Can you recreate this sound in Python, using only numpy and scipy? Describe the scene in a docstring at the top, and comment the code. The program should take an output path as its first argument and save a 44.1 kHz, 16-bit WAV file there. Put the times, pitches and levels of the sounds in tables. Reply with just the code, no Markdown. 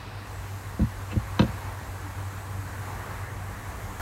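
"""A low motor hum near 97 Hz runs throughout, with distant traffic and a faint hiss: an open car boot in a car park.
A hand lowers the carpeted floor lid, presses it home and lets the plastic handle snap back and bounce.
The hum is a wavering tone with overtones and a noise fringe; traffic and hiss are shaped, patchy noise.
Lid and handle are banks of decaying modes struck by timed contacts; a grainy noise rub scuffs the handle."""
import sys
import numpy as np
from scipy import signal
from scipy.fft import rfft, irfft, next_fast_len
from scipy.io import wavfile
from scipy.ndimage import uniform_filter1d, map_coordinates

SR = 44100
rng = np.random.default_rng(int(sys.argv[2]) if len(sys.argv) > 2 else 0)


def to_wav(sig):
    """Store sig (one row per channel, or 1-D mono) as 16-bit WAV at the path in sys.argv[1].

    Samples outside -1..1 are clipped; the rate is SR.
    """
    pcm = np.clip(np.atleast_2d(sig), -1, 1) * 32767
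    pcm = np.round(pcm).astype(np.int16)
    wavfile.write(sys.argv[1], SR, pcm.T)  # frames by channels


N = 177193

# Spectra of traffic rumble, engine drone, tyre roar and tyre swish: f/Hz, relative level/dB
RUMBLE_SPECTRUM = [(12, -41), (20, -22), (47, 6), (65, 2.5), (81, -2), (92, 1), (120, -50), (200, -120)]
DRONE_SPECTRUM = [(61, -26), (103, -9.5), (114, -7), (122, -5.5), (124, -25), (129, -12), (199, -19.5),
                  (289, -22), (323, -23.5), (389, -23.5), (468, -27), (500, -27.5), (650, -35),
                  (1100, -120)]
ROAR_SPECTRUM = [(240, -18.5), (400, -8), (466, -4.5), (509, -1.5), (532, -5), (818, 0.5), (1160, 0),
                 (1300, -14.5), (1690, -36), (2860, -120)]
SWISH_SPECTRUM = [(760, -21.5), (1300, -1), (1490, -1), (1910, -3), (2320, -9.5), (3000, -24), (3900, -53),
                  (6600, -120)]
# Rumble, drone, roar and swish in turn: base level at the start/dB, growth/(dB/s), share of a car's swell
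ROAD_LAYERS = [(-42, 0.12, 0), (-46, 0.4, 0.5), (-47, 0.49, 0.63), (-49, 0.57, 0.62)]
# Far cars going by: t/s, half length/s, swell before each layer's share/dB
CAR_PASSES = [(1.525, .25, 4.5), (3.013, 0.24, 4.5)]
# Spectra of the dull and the bright hiss: f/Hz, relative level/dB
LOW_HISS_SPECTRUM = [(1530, -23), (2600, -2), (3130, -12), (3620, -9.5), (4020, -7), (5180, -12.5),
                     (5600, -15), (7280, -49), (12300, -120)]
HIGH_HISS_SPECTRUM = [(1760, -13), (3000, -2), (4190, -5.5), (4910, -8), (6440, -2.5), (7940, -2.5),
                      (9650, -7), (12300, -4.5), (15200, -12.5), (15800, -10)]
# Low and high hiss in turn: base level before the turn/dB, after it/dB, drift/(dB/s), share of a car's swell
HISS_LAYERS = [(-51.5, -56.5, -1.14, 0.65), (-60, -53.5, 0.56, 0.2)]
# Base level of the motor hum, before flutter and throb: t/s, level/dB
HUM_LEVEL = [(0, -43.5), (.3, -44), (1.5, -38), (2.0, -38.5), (2.85, -35.5), (3.1, -42), (3.45, -36.5),
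             (4.02, -34.5)]
# Air in the boot rumbling along with the motor: f/Hz, relative level/dB
HUM_FRINGE_SPECTRUM = [(88, -33), (93, -6), (97, 14.5), (101, -11), (107, -50)]
# Second and third harmonic of the hum: base level against the tone/dB, growth/(dB/s)
HUM_OVERTONES = [(-39.5, 4.5), (-19.5, -1.5)]
# Spectrum of fingers rubbing the handle: f/Hz, relative level/dB
RUB_SPECTRUM = [(300, -17), (1000, 21), (3000, 9), (8000, -23), (15000, -40)]
# Modes of the lid and the hollow under it, before tilt and scatter: f/Hz, level/dB, t60/s
LID_MODES = [(64.6, -3, 0.17), (92, -3.5, 0.048), (113, -0.5, 0.12), (153.5, -5.5, 0.092), (198, 2, 0.095),
             (227, -3.5, 0.11), (266, -9, 0.077), (291, 1, 0.041), (345, -4.5, 0.052), (505.5, -9, 0.063),
             (546.4, -16.5, 0.13), (675, -12.5, 0.057)]
# Modes of the plastic handle, before scatter: f/Hz, level/dB, t60/s
HANDLE_MODES = [(946, 7.5, 0.041), (1250, -8, 0.11), (1450, -8, 0.082), (1585, -2, 0.062),
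                (1950, -16, 0.076), (2626, -2.5, 0.042), (2667, -8.5, 0.081), (3075, 3.5, 0.018),
                (3600, -4, 0.024), (3670, 0.5, 0.028), (4040, -2, 0.029), (4240, -9, 0.044),
                (5930, -6, 0.01)]
# Crack of plastic on plastic: f/Hz, relative level/dB
CRACK_SPECTRUM = [(400, -41), (900, 8.5), (4200, -3.5), (5200, -10.5), (6100, -14), (7000, -31),
                  (9000, -70)]
# Contacts on the lid: t/s, blow level/dB, contact time/ms, tilt to high modes/(dB/octave), snap level/dB
LID_CONTACTS = [(.790, -21.5, 1.93, 5, -64), (.800, -22.5, 2.6, -10.5, -57), (.811, -12.5, 5.1, 16, -49),
                (.822, -13.5, 3.9, -2, -56), (0.831, -24, 1.5, -7.5, -56), (1.118, -47, 0.9, 13.5, -48),
                (1.127, -29, 2.7, 7, -47), (1.154, -14, 4.7, -4.5, -70), (1.158, -23.5, 1.93, 4.5, -65),
                (1.164, -22.5, 3.2, -4.5, -62), (1.3932, -10.5, 0.34, 0.5, -23),
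                (1.4192, -17.5, 0.71, 3.5, -34), (1.435, -18.5, 2, 1.5, -51), (1.478, -20.5, 6.8, 0.5, -48)]

# Outdoors
HISS_TURNS_S, HISS_TURN_WIDTH_S = 0.23, 0.064  # the hiss turns from dull to bright
RUMBLE_RISES_S, RUMBLE_RISE_DB = 3, 3  # the deep rumble gets heavier
TREBLE_DIP_S, TREBLE_DIP_HALF_S, TREBLE_DIP_DB = 3.37, 0.2, -2
LOUDER_S, LOUDER_ROAD_DB, LOUDER_HISS_DB = 3.9975, 8, 6  # road and hiss jump up at the very end

# Hum: it starts a little sharp, then settles
EARLY_HZ, HUM_HZ, SETTLES_S, SETTLE_WIDTH_S = 98.5, 96.6, 0.85, 0.1
WAVER_HZ, FLUTTER_DB = 0.6, 3.5  # scale of the random drift in pitch and level
FRINGE = 0.3  # gain of the narrow noise against the tone
THROB_FROM_S, THROB_HZ, THROB_HALF_DEPTH_DB = 3.47, 5.33, 6  # the first crest is at the start

# Scuff and blows
SCUFF_S, SCUFF_DB, SCUFF_RISE_S, SCUFF_FALL_S = 1.12, -40.5, 0.011, 0.019
TICK_DB, TICK_HZ = -1, 2650  # handle ring against the rub, and where it answers most
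SCATTER_DB = 1.2  # each blow excites the modes a little differently

MIC_LOW_HZ, TOP_HZ = 27.2, 15830


def amp(db):
    """Turn decibels into gain."""
    return 10 ** (np.asarray(db) / 20)


def unit(x):
    """Scale to an rms of 1."""
    return x / np.sqrt(np.mean(x ** 2) + 1e-20)


def step(s, width_s):
    """A smooth rise from 0 to 1 around s."""
    return 0.5 + 0.5 * np.tanh((np.arange(N) / SR - s) / width_s)


def wobble(rate):
    """A smooth random curve, rate knots a second."""
    knots = rng.standard_normal(int(N * rate / SR) + 4)
    return map_coordinates(knots, [np.arange(N) * rate / SR])


def filtered(x, response):
    """Multiply the spectrum of x by a response of frequency."""
    m = next_fast_len(N + 8192)
    return irfft(rfft(x, m) * response(np.fft.rfftfreq(m, 1 / SR)), m)[..., :N]


def rush(spectrum, patchy_db):
    """Shaped noise of rms 1, with patches of random gain across time and frequency."""
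    z = signal.stft(rng.standard_normal(N), nperseg=512)[2]
    field = uniform_filter1d(rng.standard_normal(z.shape), size=6, axis=0)
    field = uniform_filter1d(field, size=12, axis=1)
    patchy = signal.istft(z * amp(patchy_db * unit(field)), nperseg=512)[1][:N]
    f, db = np.transpose(spectrum)

    def colour(hz):
        return amp(np.interp(np.log(hz + 1), np.log(f + 1), db, -120, -120))

    return unit(filtered(patchy, colour))


def ringing(modes, rise_cycles, tilt_db=0):
    """The answer of a body to a sharp tap: neighbouring modes swing oppositely, low ones swell later."""
    t = np.arange(SR // 2) / SR
    out = np.zeros(len(t))
    for k, (hz, db, t60) in enumerate(modes):
        level_db = db + tilt_db * np.log2(hz / 200) + SCATTER_DB * rng.standard_normal()
        decay = amp(level_db - 60 * t / t60)
        rise = 1 - np.exp(-(t * hz / rise_cycles) ** 2)
        out += (-1) ** k * decay * rise * np.sin(2 * np.pi * hz * t)
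    return out


def outdoors():
    """Distant engines and tyres grow slowly; all but the rumble swell with far cars, and hiss lies on top."""
    t = np.arange(N) / SR
    swell_db = sum(db / (1 + ((t - s) / half_s) ** 4) for s, half_s, db in CAR_PASSES)
    rumble, drone, roar, swish = (amp(db + grow_db * t + share * swell_db)
                                  for db, grow_db, share in ROAD_LAYERS)
    turn = step(HISS_TURNS_S, HISS_TURN_WIDTH_S)
    low, high = (amp(first_db + (later_db - first_db) * turn + drift_db * t + share * swell_db)
                 for first_db, later_db, drift_db, share in HISS_LAYERS)
    rumble = rumble * amp(RUMBLE_RISE_DB * step(RUMBLE_RISES_S, 0.1))
    dip = np.exp(-((t - TREBLE_DIP_S) / TREBLE_DIP_HALF_S) ** 2)
    high = high * amp(TREBLE_DIP_DB * dip)
    road = rumble * rush(RUMBLE_SPECTRUM, patchy_db=2.0)
    road += drone * rush(DRONE_SPECTRUM, patchy_db=-0.15)
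    road += roar * rush(ROAR_SPECTRUM, patchy_db=1.0)
    road += swish * rush(SWISH_SPECTRUM, patchy_db=1.57)
    hiss = low * rush(LOW_HISS_SPECTRUM, patchy_db=0.85)
    hiss += high * rush(HIGH_HISS_SPECTRUM, patchy_db=1.14)
    louder = step(LOUDER_S, 0.001)
    return road * amp(LOUDER_ROAD_DB * louder) + hiss * amp(LOUDER_HISS_DB * louder)


def hum():
    """A wavering motor tone with a narrow noise fringe, both throbbing late, and two fluttering overtones."""
    t = np.arange(N) / SR
    hz = EARLY_HZ + (HUM_HZ - EARLY_HZ) * step(SETTLES_S, SETTLE_WIDTH_S)
    phase = 2 * np.pi * np.cumsum(hz + WAVER_HZ * wobble(10)) / SR
    tone = np.sqrt(2) * amp(FLUTTER_DB * wobble(22.014)) * np.sin(phase)
    fringe = FRINGE * rush(HUM_FRINGE_SPECTRUM, patchy_db=4.5)
    throb = np.cos(2 * np.pi * THROB_HZ * (t - THROB_FROM_S)) - 1
    throb_db = THROB_HALF_DEPTH_DB * (t > THROB_FROM_S) * throb
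    upper = np.zeros(N)
    for harmonic, (db, grow_db) in enumerate(HUM_OVERTONES, start=2):
        gain = np.sqrt(2) * amp(db + grow_db * t + 5.5 * wobble(25.2))
        upper += gain * np.sin(harmonic * phase + 1.5 * wobble(25))
    level_db = np.interp(t, *np.transpose(HUM_LEVEL))
    return amp(level_db) * (amp(throb_db) * (tone + fringe) + upper)


def scuff():
    """Fingers on the handle: a short grainy rub rises fast, fades, and rings the plastic."""
    t = np.arange(N) / SR - SCUFF_S
    shape = np.exp(-np.where(t < 0, -t / SCUFF_RISE_S, t / SCUFF_FALL_S))
    grain = shape * amp(SCUFF_DB + 2.1 * wobble(230))
    ring = signal.fftconvolve(rng.standard_normal(N), ringing(HANDLE_MODES, rise_cycles=1.3))[:N]
    ring = unit(filtered(ring, lambda hz: 1 / (1 + ((hz - TICK_HZ) / 200) ** 2)))
    rub = rush(RUB_SPECTRUM, patchy_db=1.5)
    return grain * rub + amp(TICK_DB) * grain * shape * ring


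def handle_snap():
    """Plastic hits plastic: the handle modes ring under a noisy click and a short rattle."""
    t = np.arange(SR // 2) / SR
    grit = rush(CRACK_SPECTRUM, patchy_db=0)[:len(t)]
    onset = 1 - np.exp(-(t / 0.00025) ** 2)
    click, rattle = 1.14 * amp(-60 * t / 0.009), 0.42 * amp(-60 * t / 0.13)
    return ringing(HANDLE_MODES, rise_cycles=1.7) + onset * (click + rattle) * grit


def lid():
    """Each contact pushes the lid for its contact time and snaps the handle at its own level."""
    out = np.zeros(N + SR)
    length = SR // 2
    push_ms = np.arange(SR // 50) * 1000 / SR
    for s, blow_db, contact_ms, tilt_db, snap_db in LID_CONTACTS:
        # a longer contact favours the low modes
        push = np.sin(np.pi * np.clip(push_ms / contact_ms, 0, 1)) ** 2
        modes = ringing(LID_MODES, rise_cycles=0.65, tilt_db=tilt_db)
        board = np.convolve(push / push.sum(), modes)[:length]
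        start = round(s * SR)
        out[start:start + length] += amp(blow_db) * board + amp(snap_db) * handle_snap()
    return out[:N]


def scene():
    """Background to foreground, summed to one channel."""
    return (outdoors() + hum() + scuff() + lid())[None]


def record(dry):
    """The microphone rolls off the deepest bass, and nothing passes above the band limit."""
    return filtered(dry, lambda hz: (hz < TOP_HZ) * (1j * hz / (MIC_LOW_HZ + 1j * hz)) ** 2)


dry = scene()
out = record(dry)
to_wav(out)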